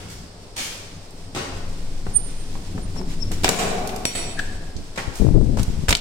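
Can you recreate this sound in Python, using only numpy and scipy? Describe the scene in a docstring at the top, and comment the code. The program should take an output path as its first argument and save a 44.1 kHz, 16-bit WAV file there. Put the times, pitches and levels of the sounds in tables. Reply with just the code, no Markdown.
"""Shoes scuff up the last steps of an echoing stairwell (noise bursts) to a wooden door in a steel frame.
Dull knocks stir the panel and the bolt squeaks (gliding tones) as it is worked loose; it shoots back with
a bang (noise through resonances), and the handle drops and rings (beating sines).
The door swings open: wind hits the close ports of the hand-held microphone (noise and pressure puffs), shoes
scuff again and the steel rattles. A limiter dips the level briefly at each loud peak."""
import sys
import numpy as np
from scipy import signal
from scipy.fft import rfft, irfft, next_fast_len
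from scipy.io import wavfile
from scipy.ndimage import uniform_filter1d, minimum_filter1d, map_coordinates

SR = 44100
rng = np.random.default_rng(int(sys.argv[2]) if len(sys.argv) > 2 else 0)


def log_audio(samples):
    """Write samples as a 16-bit WAV file to the path given in sys.argv[1]."""
    # one column per channel
    frames = np.atleast_2d(samples).T
    # limit to full scale, then quantise
    limited = np.clip(frames, -1, 1)
    pcm = np.round(limited * 32767).astype(np.int16)
    wavfile.write(sys.argv[1], SR, pcm)


N = 264644  # length [samples]

# clacks of bolt and frame, and one clunk with the footstep at 4.98 s: (time [s], level [dB], t60 [s],
# resonance of the struck part [Hz], height of that resonance [dB], left over right [dB])
CLACKS = [(3.316, -30, 0.18, 4000, -3, 1), (3.434, -23, 0.18, 6900, -2, -3),
          (3.4441, -3, 0.034, 2800, 3, -3), (3.455, -13.5, 0.07, 2060, 2, 5),
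          (3.4797, -5.5, 0.016, 1340, 16, -9), (3.49, 1, 0.025, 9400, 9.5, -2.5),
          (3.892, -26.5, 0.042, 2415, 7, 3), (4.0533, 6.5, 0.0085, 6500, 4, -1.5),
          (4.39, -26, 0.075, 2770, 6.5, 0), (4.7645, -36.5, 0.085, 5330, 31, -1),
          (4.9782, -23.5, 0.12, 1710, 31, -3), (5.8834, -16, 0.09, 1320, 10, 0),
          (5.8905, -7.5, 0.08, 6950, 2, -12), (5.906, -6, 0.051, 4400, 0.5, -5),
          (5.918, -13, 0.023, 4500, -13, -1), (5.9263, 2, 0.024, 2690, 12, -4),
          (5.951, 6.5, 0.011, 3900, 16, -2.5), (5.956, -5.5, 0.015, 5200, 4, -6),
          (5.968, -12, 0.033, 7000, 7, -1)]
# colour of the clacks: (frequency [Hz], level [dB])
STEEL_COLOUR = [(80, 11.5), (400, 7), (900, -2.5), (1600, 2.5), (3200, 3.5), (5500, 1), (8300, 0.5),
                (10500, -8), (15500, -15)]
# modes of the steel door frame: (frequency [Hz], level [dB], t60 [s])
FRAME_MODES = [(687, 0, .16), (965, 4, .11), (1385, -6, .09), (1510, -6, .11), (2320, -4, .13),
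               (3085, -5, .09), (3750, -7, .09), (4250, -8, .09), (4950, -9, .08), (5415, -9, .08),
               (7690, -7, .09)]
# light ticks of the loose bolt in its guides: (time [s], level [dB])
TICKS = [(1.107, -43), (3.014, -44), (3.316, -29.5), (3.337, -34), (3.8732, -23), (3.9612, -26),
         (5.631, -23.5)]
# colour of the small part that every tick rings: (frequency [Hz], level [dB])
GUIDE_COLOUR = [(1000, -13), (5000, 2), (6900, 3.5), (9300, -0.5), (11200, -4), (13000, -4), (15500, -16)]
# blows on the bolt's handle: (time [s], level [dB])
HANDLE_BLOWS = [(3.4942, -22), (4.0526, -6.5)]
# handle modes, each a close pair: (frequency [Hz], level [dB], t60 [s], beat [Hz], left over right [dB])
HANDLE_MODES = [(468, -29, .9, 1.4, 0), (2266, -30, .65, 3, 3), (2918, -33, .65, 5.7, 0),
                (3273, -31, .65, 4, 4), (5693, -15, .58, 4.6, 11), (7969, -20.5, .95, 8.1, -12),
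                (9661, -23, .7, 6.6, -14)]
# blows that shake the door: (time [s], thump level [dB], boom level [dB], boom t60 [s])
BANGS = [(3.4453, -5, -21.5, 1.03), (3.4908, -1, -22, 2.33), (4.0534, -37, -43, 1.2),
         (5.927, -8, -23, 0.22)]
# dull knocks of hand or heel: (time [s], level [dB], cut-off set by the softness [Hz])
KNOCKS = [(2.066, -21, 2000), (2.553, -25.5, 1490), (2.746, -33, 334), (2.778, -22.5, 1800),
          (2.9605, -26, 1190), (2.986, -26.5, 328), (3.013, -25.5, 1500), (3.311, -26, 900),
          (5.572, -19, 1500)]
# resonances of the door panel: (frequency [Hz], width [Hz], level [dB])
PANEL_MODES = [(160.6, 6.4, 5), (187, 23, 5.5), (254.5, 25, 1.5), (383.4, 10, 6), (432, 48, 1.5),
               (614, 13, 1), (688, 53, 3), (742, 43, 3.5), (830, 23, -7), (1090, 31, -7), (1154, 61, -7),
               (1500, 51, -12), (2380, 160, -14.5)]
# stick-slip squeaks: (centre time [s], pitch [Hz], relative level [dB], half-length [s], pitch jitter [Hz],
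# sag [Hz per half-length], left over right [dB], level sent to the room [dB])
SQUEAKS = [(2.168, 9010, -4, 0.0052, 45, 22, -29, -11.5), (2.842, 9120, -38, 0.009, 40, 0, -34, -12),
           (2.988, 5490, -29, 0.007, 100, 160, 14, -10), (3.229, 5450, -18, 0.0038, 69, 110, 20, -11),
           (4.3962, 1639, -12.5, 0.0031, 112, 6, 6, -4)]
# footfalls and scuffs: (time [s], grit level [dB], thud level [dB], t60 [s], slide of the sole [s],
# brightness of the grit [dB per octave], heel tap over the grit [dB])
STEPS = [(0.0, -46.5, -44.5, 0.17, 0, 0, 3), (0.099, -41.5, -48, 0.074, 0, 3, -2),
         (0.577, -29, -49, 0.12, 0.0057, 0.66, 2), (0.625, -40.5, -54, 0.11, 0.023, 6, -3),
         (1.362, -27.5, -27.5, 0.094, 0, -2, 4), (4.974, -33.5, -24, 0.13, 0.022, -1.5, 5),
         (5.151, -37, -67, 0.26, 0.0066, 5.5, -2), (5.586, -31.5, -29, 0.13, 0.007, 1.5, 2)]
# colour of grit, and of the sleeve's rustle: (frequency [Hz], level [dB])
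GRIT_COLOUR = [(300, 0.5), (1200, -3), (2300, 0.5), (3200, -0.5), (5400, -0.5), (8300, -3), (10500, -10.5),
               (15500, -21)]
# colour of the dull thuds and knocks: (frequency [Hz], level [dB])
THUD_COLOUR = [(40, -11), (110, 8.5), (450, 2.5), (750, 2), (1000, 0.5), (1500, -3), (2600, -9.5),
               (6000, -23), (15000, -64)]
# gusts through the opening door: (time at full strength [s], hold [s], level [dB], left over right [dB])
GUSTS = [(4.755, 0.041, -30.5, -34), (5.075, 0.011, -27, 19), (5.207, 0.104, -12.5, 24),
         (5.347, 0.056, -7, 35), (5.433, 0.17, -18.5, 12), (5.688, 0.2, -30, 15), (5.89, 0.014, -16, -4)]
# colour of the eddies at the microphone: (frequency [Hz], level [dB])
BUFFET_COLOUR = [(8, -20), (25, 6.5), (70, 2), (140, -1), (260, -8), (450, -17.5), (800, -35), (1500, -67),
                 (4000, -97)]
# hardest eddies popping on the ports: (time [s], level before overload [dB], length [s], left over right [dB])
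POPS = [(5.078, -12.5, 0.0032, 29), (5.199, -9.5, 0.0012, 30), (5.2488, -5, 0.0012, 36),
        (5.267, -6, 0.00079, 33), (5.289, -5.5, 0.00068, 32), (5.336, -11, 0.0024, -20),
        (5.343, -11, 0.0007, 30), (5.3595, -4.5, 0.0012, 30), (5.384, -2.5, 0.0014, 30),
        (5.413, -9, 0.00067, 32), (5.598, -6, 0.0027, 14), (5.68, -9, 0.0028, -17),
        (5.701, -16, 0.0012, 19), (5.775, -16, 0.003, 17), (5.79, -14, 0.0025, 20),
        (5.836, -13.5, 0.0017, 23), (5.889, -1.5, 0.0032, -1), (5.916, -12, 0.0049, -17)]
# slow shake of the carrying hand: (time [s], relative level [dB])
MOTION = [(0.0, -47), (0.03, -57), (1.1, -41), (1.27, -34.5), (1.45, -54), (1.59, -24.5), (2.57, -26.5),
          (2.64, -31.5), (3.23, -23), (4.33, -33.5), (4.41, -25), (5.01, -38.5), (5.33, -34), (5.66, -26.5),
          (5.93, -28.5), (6.0, -23)]
# rumble of the grip, strongest while the bolt is worked: (time [s], level [dB])
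GRIP = [(0, -38), (.4, -44), (1.2, -41.5), (1.55, -36), (2.45, -35.5), (3, -30.5), (3.45, -31.5),
        (3.8, -38.5), (4.4, -34.5), (5, -43)]
# colour of the grip rumble: (frequency [Hz], level [dB])
RUMBLE_COLOUR = [(15, 0), (28, 0), (45, -1), (70, -5.5), (97, 4), (130, -14.5), (165, -1), (205, -11.5),
                 (270, -8.5), (420, -21.5), (700, -46), (1500, -52), (4000, -63)]
# level sent to the stairwell's echo, falling steadily, then faster near the end: (time [s], level [dB])
ECHO_SEND = [(0, 4.5), (5.2, -5), (5.8, -10)]
# decay of the stairwell: (frequency [Hz], t60 [s])
STAIRWELL_T60 = [(100, 0.25), (500, 1.25), (2000, 1.04), (5500, 0.92), (9000, 0.68), (15000, 0.59)]
# colour of the background air: (frequency [Hz], level [dB])
AIR_COLOUR = [(40, -19), (60, -8), (110, 13), (210, -20), (400, 9), (800, 2), (1400, -6), (2300, -13),
              (3500, -9), (5300, -3), (6800, -24), (8600, -7), (10500, -44), (16000, -43)]
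# likeness of the two ports in most noises: (frequency [Hz], correlation [0 to 1])
ALIKE = [(20, 1), (300, 0.89), (700, 0.51), (1500, 0), (5000, 0)]
# treble balance of the microphone ports: (frequency [Hz], left over right [dB])
PORT_BALANCE = [(7000, 1.5), (9000, -27.5), (11000, -8.5), (16000, -5)]

# bolt and frame
CRACK_RISE_S, CRACK_FULL_S = 0.0004, 0.04  # a clack with a t60 below the second rings the frame less
RESONANCE_OCTAVES = 1.13  # half-width of a struck part's resonance
FRAME_DB, FRAME_FOCUS_DB = -25, 10  # frame under the clack; lift of modes near the struck part's resonance
TICK_T60_S, TICK_PAN_DB = 0.026, -8  # to the right
TWIN_SHARE = 0.75  # weaker mode of each handle pair
# door
CHATTER_DB, CHATTER_RATE = 2, 130  # the booming panel chatters in its frame: depth, changes a second
KNOCK_CYCLES = 50  # t60 in cycles of the cut-off: a softer knock lasts longer
KNOCK_BOOM_DB = -36  # each knock stirs the panel alike
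# squeaks
SQUEAK_LEAD_DB, SQUEAK_LEAD_S = -17.5, 0.015  # a faint whistle leads into each squeak
OVERTONE_SHARE = 0.15
# footsteps
HEEL_LEAD_S, HEEL_T60_S = 0.0155, 0.062  # the heel taps just before the sole
SOLE_RISE_S = 0.00027
GRIT_GRAIN_DB, GRIT_GRAIN_RATE = 3, 600  # depth, changes a second
# wind
GUST_ATTACK_S, GUST_RELEASE_S = 0.009, 0.032
DRAUGHT_FROM_S, DRAUGHT_RISE_S, DRAUGHT_DB = 4.86, 0.45, -39  # steady flow as the door opens
EDDY_SWELL_DB = 2.8
PUFFS_PER_S, PUFF_S, PUFF_SPREAD, PUFF_DB = 55, 0.0012, 0.31, 2  # length in a strong gust, its log spread
STRONG_GUST_DB = -8
PUFF_SLOWS = 0.49  # a weaker flow carries its eddies past more slowly, by this power of its strength
PORT_OVERLOAD_DB = 3  # the wind's pressure flattens out here
# hand on the microphone
TREMOR_HZ, TREMOR_WANDER_HZ, TREMOR_DB = 15.3, 2.5, 2
JOLT_SHARE = 0.22  # random jolts in the shake
GRIP_SWELL_DB, RUSTLE_SWELL_DB = 1.6, 1.8
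USUAL_MOTION_DB = -27
SLEEVE_DB, SLEEVE_FOLLOWS = -46, 0.29  # rustle at the usual motion; dB more per dB of movement
TOP_HZ = 16200  # band limit of the recorder


def amp(db):
    """Amplitude of a level in dB."""
    return 10 ** (np.asarray(db) / 20)


def unit(x):
    """x scaled to an rms of 1."""
    return x / np.sqrt(np.mean(x ** 2) + 1e-20)


def along(points, hz):
    """Interpolate (Hz, value) points on a log axis."""
    f, v = np.transpose(points)
    return np.interp(np.log(hz + 1), np.log(f + 1), v)


def curves(rows):
    """One value per sample for each column after the time."""
    s, *cols = np.transpose(rows)
    return np.array([np.interp(np.arange(N) / SR, s, c) for c in cols])


def wobble(rate, size=N):
    """A smooth random curve, rate knots a second."""
    knots = rng.standard_normal(size // 20)
    return map_coordinates(knots, [np.arange(size) * rate / SR], order=2, mode="wrap")


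def colour(points):
    """Gain against frequency for (Hz, dB) points."""
    return lambda hz: amp(along(points, hz))


def decay(t, t60):
    """Exponential fall of 60 dB in t60 seconds."""
    return np.exp(-np.log(1000) * t / t60)


def noise(gain, size=N, alike=ALIKE):
    """Coloured stereo noise of rms 1, as alike at the two close ports as the likeness curve says."""
    hz = np.fft.rfftfreq(size, 1 / SR)
    turn = np.arccos(np.clip(along(alike, hz), -1, 1)) / 2
    random_phase = np.exp(2j * np.pi * rng.random((2, len(hz))))
    mid, side = irfft(random_phase * gain(hz) * [np.cos(turn), np.sin(turn)], size)
    return unit(np.array([mid + side, mid - side]))


def burst(gain, rise, t60, size=SR // 2, hold=0):
    """Coloured noise that swells, holds and dies away."""
    t = np.arange(size) / SR
    return noise(gain, size) * (1 - np.exp(-t / rise)) * decay(np.maximum(t - hold, 0), t60)


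def pan(db):
    """Left and right gains of constant power."""
    return unit(amp([[db / 2], [-db / 2]]))


def add(track, s, sound):
    """Mix a sound in from time s."""
    part = track[:, max(round(s * SR), 0):][:, :sound.shape[-1]]
    part += sound[..., :part.shape[1]]


def filtered(x, gain):
    """x times a gain against frequency."""
    m = next_fast_len(N + SR // 2)
    return irfft(rfft(x, m) * gain(np.fft.rfftfreq(m, 1 / SR)), m)[:, :N]


def bolt():
    """Clacks and a clunk ring the frame (a brief one rings it less); light ticks as the bolt shifts in its guides."""
    out = np.zeros((2, N))
    for s, db, t60, centre_hz, height_db, pan_db in CLACKS:
        add(out, s, amp(db) * pan(pan_db) * crack(t60, centre_hz, height_db))
        add(out, s, amp(db + FRAME_DB) * min(1, t60 / CRACK_FULL_S) * frame_ring(centre_hz))
    for s, db in TICKS:
        add(out, s, amp(db) * pan(TICK_PAN_DB) * burst(colour(GUIDE_COLOUR), CRACK_RISE_S, TICK_T60_S))
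    return out


def crack(t60, centre_hz, height_db):
    """One hard contact: a noise burst in the resonance of the part it strikes."""
    def gain(hz):
        return colour(STEEL_COLOUR)(hz) * struck_part(hz, centre_hz, height_db)
    return burst(gain, CRACK_RISE_S, t60, size=SR // 5)


def struck_part(hz, centre_hz, height_db):
    """Gain of the broad resonance of the part that is struck."""
    octaves = np.log2((hz + 1) / centre_hz)
    return amp(height_db * np.exp(-(octaves / RESONANCE_OCTAVES) ** 2))


def frame_ring(centre_hz):
    """Decaying frame modes, lifted near the struck part's resonance; strength and phase vary by blow and port."""
    t = np.arange(SR // 3) / SR
    ring = 0
    for hz, db, t60 in FRAME_MODES:
        strength = struck_part(hz, centre_hz, FRAME_FOCUS_DB) * amp(db + 2 * rng.standard_normal((2, 1)))
        ring = ring + strength * decay(t, t60) * np.sin(2 * np.pi * (hz * t + rng.random((2, 1))))
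    return ring


def handle():
    """Blows ring the bolt's handle; each mode beats with a weaker twin, so it fades and swells again."""
    out, t = np.zeros((2, N)), np.arange(SR) / SR
    for s, db in HANDLE_BLOWS:
        for hz, mode_db, t60, beat_hz, pan_db in HANDLE_MODES:
            phase = 2 * np.pi * (hz * t + rng.random((2, 1)))  # each port hears it out of step
            pair = np.sin(phase) + TWIN_SHARE * np.sin(phase + 2 * np.pi * beat_hz * t)
            add(out, s, amp(db + mode_db) * pan(pan_db) * pair * decay(t, t60))
    return out


def door():
    """The panel thumps and booms under the blows; dull knocks stir mostly its low modes."""
    out = np.zeros((2, N))
    for s, thump_db, boom_db, t60 in BANGS:
        add(out, s, amp(thump_db) * burst(panel, 0.00005, 0.019))
        chatter_db = CHATTER_DB * wobble(CHATTER_RATE, size=2 * SR)
        add(out, s, amp(boom_db + chatter_db) * burst(panel, 0.00047, t60, size=2 * SR))
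    for s, db, soft_hz in KNOCKS:
        def soft_thud(hz):
            return colour(THUD_COLOUR)(hz) / np.hypot(1, (hz / soft_hz) ** 2)
        add(out, s, amp(db) * burst(soft_thud, 0.00069, KNOCK_CYCLES / soft_hz))
        add(out, s, amp(KNOCK_BOOM_DB) * burst(lambda hz: panel(hz) / (1 + (hz / 420) ** 2), 0.0027, 0.3))
    return out


def panel(hz):
    """Gain of the door panel: the power sum of its resonances."""
    power = sum(amp(db) ** 2 / (1 + ((hz * hz - c * c) / (hz * w + 1)) ** 2) for c, w, db in PANEL_MODES)
    return np.sqrt(power)


def squeaks():
    """Dry metal sticks and slips in short tones, most sagging in pitch; returned at the ports and as sent to the room."""
    near, sent = np.zeros((2, N)), np.zeros((2, N))
    t = np.arange(-SR // 10, SR // 10) / SR
    for s, hz, db, half, jitter_hz, sag_hz, pan_db, room_db in SQUEAKS:
        pitch = hz - sag_hz * np.clip(t / half, 0, 2) + jitter_hz * wobble(900, size=len(t))
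        phase = 2 * np.pi * np.cumsum(pitch) / SR
        overtones = sum(np.sin(k * phase) / (1 + (k * hz / 3000) ** 2) for k in range(2, 6) if k * hz < TOP_HZ)
        lead = amp(SQUEAK_LEAD_DB) * np.exp(-2 * (t / SQUEAK_LEAD_S + 1) ** 2)
        swell = 1 / np.cosh(t / half) + lead
        tone = (np.sin(phase) + OVERTONE_SHARE * overtones) * amp(db - 4) * swell
        add(near, s + t[0], pan(pan_db) * tone)
        add(sent, s + t[0], amp(room_db) * tone)
    return near, sent


def footsteps():
    """The heel taps, then the sole slides over grit on the stone and thuds under the weight."""
    out = np.zeros((2, N))
    for s, grit_db, thud_db, t60, slide, tilt_db, heel_db in STEPS:
        def grit(hz):
            return amp(along(GRIT_COLOUR, hz) + tilt_db * np.log2(np.maximum(hz, GRIT_COLOUR[0][0])))
        add(out, s - HEEL_LEAD_S, amp(grit_db + heel_db) * burst(grit, 0.0021, HEEL_T60_S))
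        add(out, s, amp(grit_db) * burst(grit, SOLE_RISE_S, t60, hold=slide))
        add(out, s, amp(thud_db) * burst(colour(THUD_COLOUR), SOLE_RISE_S, t60))
    return out * amp(GRIT_GRAIN_DB * wobble(GRIT_GRAIN_RATE))


def wind():
    """Eddies and puffs buffet the two close ports; puffs are shorter in a strong gust, and the ports overload."""
    flow = airflow()
    swell_db = EDDY_SWELL_DB * np.array([wobble(50), wobble(50)])
    eddies = amp(swell_db) * noise(colour(BUFFET_COLOUR), alike=[(30, 0.73)])
    puffs = np.zeros((2, N))
    for k, (early, stretch, side) in enumerate(rng.standard_normal((N // SR * 100, 3))):
        s = N / SR - (k + early / 2) / PUFFS_PER_S  # laid out from the end backwards
        left_flow = flow[0, np.clip(round(s * SR), 0, N - 1)]
        strength = np.clip(left_flow / amp(STRONG_GUST_DB), 0.05, 1)
        length = PUFF_S * np.exp(PUFF_SPREAD * stretch) / strength ** PUFF_SLOWS
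        add(puffs, s, pan(6 * side) * puff(length))
    pressure = flow * (eddies + amp(PUFF_DB) * puffs)
    for s, db, length, pan_db in POPS:
        add(pressure, s, amp(db) * pan(pan_db) * puff(length))
    return amp(PORT_OVERLOAD_DB) * np.tanh(pressure / amp(PORT_OVERLOAD_DB))


def airflow():
    """Strength of the wind at each port: a growing draught, and gusts that rise, hold and die away."""
    t = np.arange(N) / SR
    flow = amp(DRAUGHT_DB) * np.clip((t - DRAUGHT_FROM_S) / DRAUGHT_RISE_S, 0, 1) ** 2
    for s, length, db, pan_db in GUSTS:
        rise = np.clip(1 + (t - s) / GUST_ATTACK_S, 0, 1)
        fall = np.exp(-np.maximum(t - s - length, 0) / GUST_RELEASE_S)
        flow = np.hypot(flow, amp(db) * pan(pan_db) * rise * fall)
    return flow


def puff(length):
    """One eddy: a push of air, then a weaker suck."""
    u = np.arange(SR // 20) / SR * 2 / length
    return u ** 3 * (1 - u / 4) * np.exp(1 / 2 - u)


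def handling():
    """The carrying hand trembles and rumbles, and the sleeve rustles the more it moves."""
    motion_db = curves(MOTION)
    phase = 2 * np.pi * np.cumsum(TREMOR_HZ + TREMOR_WANDER_HZ * wobble(47)) / SR
    shake = np.sin(phase) + 0.13 * np.sin(2 * phase) + JOLT_SHARE * wobble(90)
    sway = amp(motion_db + TREMOR_DB) * pan(0.92) * shake
    grip = amp(curves(GRIP) + GRIP_SWELL_DB * wobble(16)) * pan(0.26) * noise(colour(RUMBLE_COLOUR))
    sleeve_db = SLEEVE_DB + SLEEVE_FOLLOWS * (motion_db - USUAL_MOTION_DB)
    rustle_db = RUSTLE_SWELL_DB * wobble(21.1) + 0.75 * wobble(250)
    sleeve = amp(sleeve_db + rustle_db) * pan(-1.9) * noise(colour(GRIT_COLOUR))
    return sway + grip + sleeve


def stairwell(x):
    """Hard walls answer with a noise tail that lasts longest in the middle of the spectrum."""
    hz, t, z = signal.stft(noise(np.ones_like, size=3 * SR // 2), SR, nperseg=256)
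    fading = z * decay(t, along(STAIRWELL_T60, hz)[:, None])
    tail = signal.istft(fading, SR, nperseg=256)[1]
    tail = tail * (1 - np.exp(-np.arange(tail.shape[1]) / SR / 0.0024))  # soft onset
    return signal.fftconvolve(x, tail / np.linalg.norm(tail[0]), axes=1)[:, :N]


def background_air():
    """Steady coloured noise behind everything."""
    return amp(-46.5) * noise(colour(AIR_COLOUR))


def scene():
    """Sum the direct sounds, the stairwell's answer and the noises at the microphone."""
    steps, steel, wood = footsteps(), bolt(), door()
    squeak, squeak_sent = squeaks()
    sent = amp(4.0) * steps + amp(-2.0) * steel + amp(-5.0) * wood + squeak_sent
    room = stairwell(amp(curves(ECHO_SEND)) * sent)
    direct = steps + steel + handle() + pan(0.86) * wood + squeak
    return direct + room + handling() + wind() + background_air()


def ports(hz):
    """Left and right gains of the two microphone ports, of constant power."""
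    left = amp(along(PORT_BALANCE, hz))
    return np.array([left, np.ones_like(left)]) / np.sqrt((1 + left ** 2) / 2)


def limiter(x, ceiling_db, hold):
    """Each channel's gain drops at once on a peak, holds, then springs back."""
    size = int(np.clip(hold, 0.01, 0.3) * SR) // 2 * 2 + 1
    needed = np.minimum(1, amp(ceiling_db) / (np.abs(x) + 1e-9))
    held = minimum_filter1d(needed, size, axis=1, origin=size // 2)
    gain = uniform_filter1d(minimum_filter1d(held, size=65, axis=1), size=65, axis=1)
    return x * gain


def record(dry):
    """The ports colour the treble; the recorder limits peaks and keeps nothing above its band limit."""
    limited = limiter(filtered(dry, ports), ceiling_db=-2.0, hold=0.0957)
    return filtered(limited, lambda hz: hz < TOP_HZ)


dry = scene()
out = record(dry)
log_audio(out)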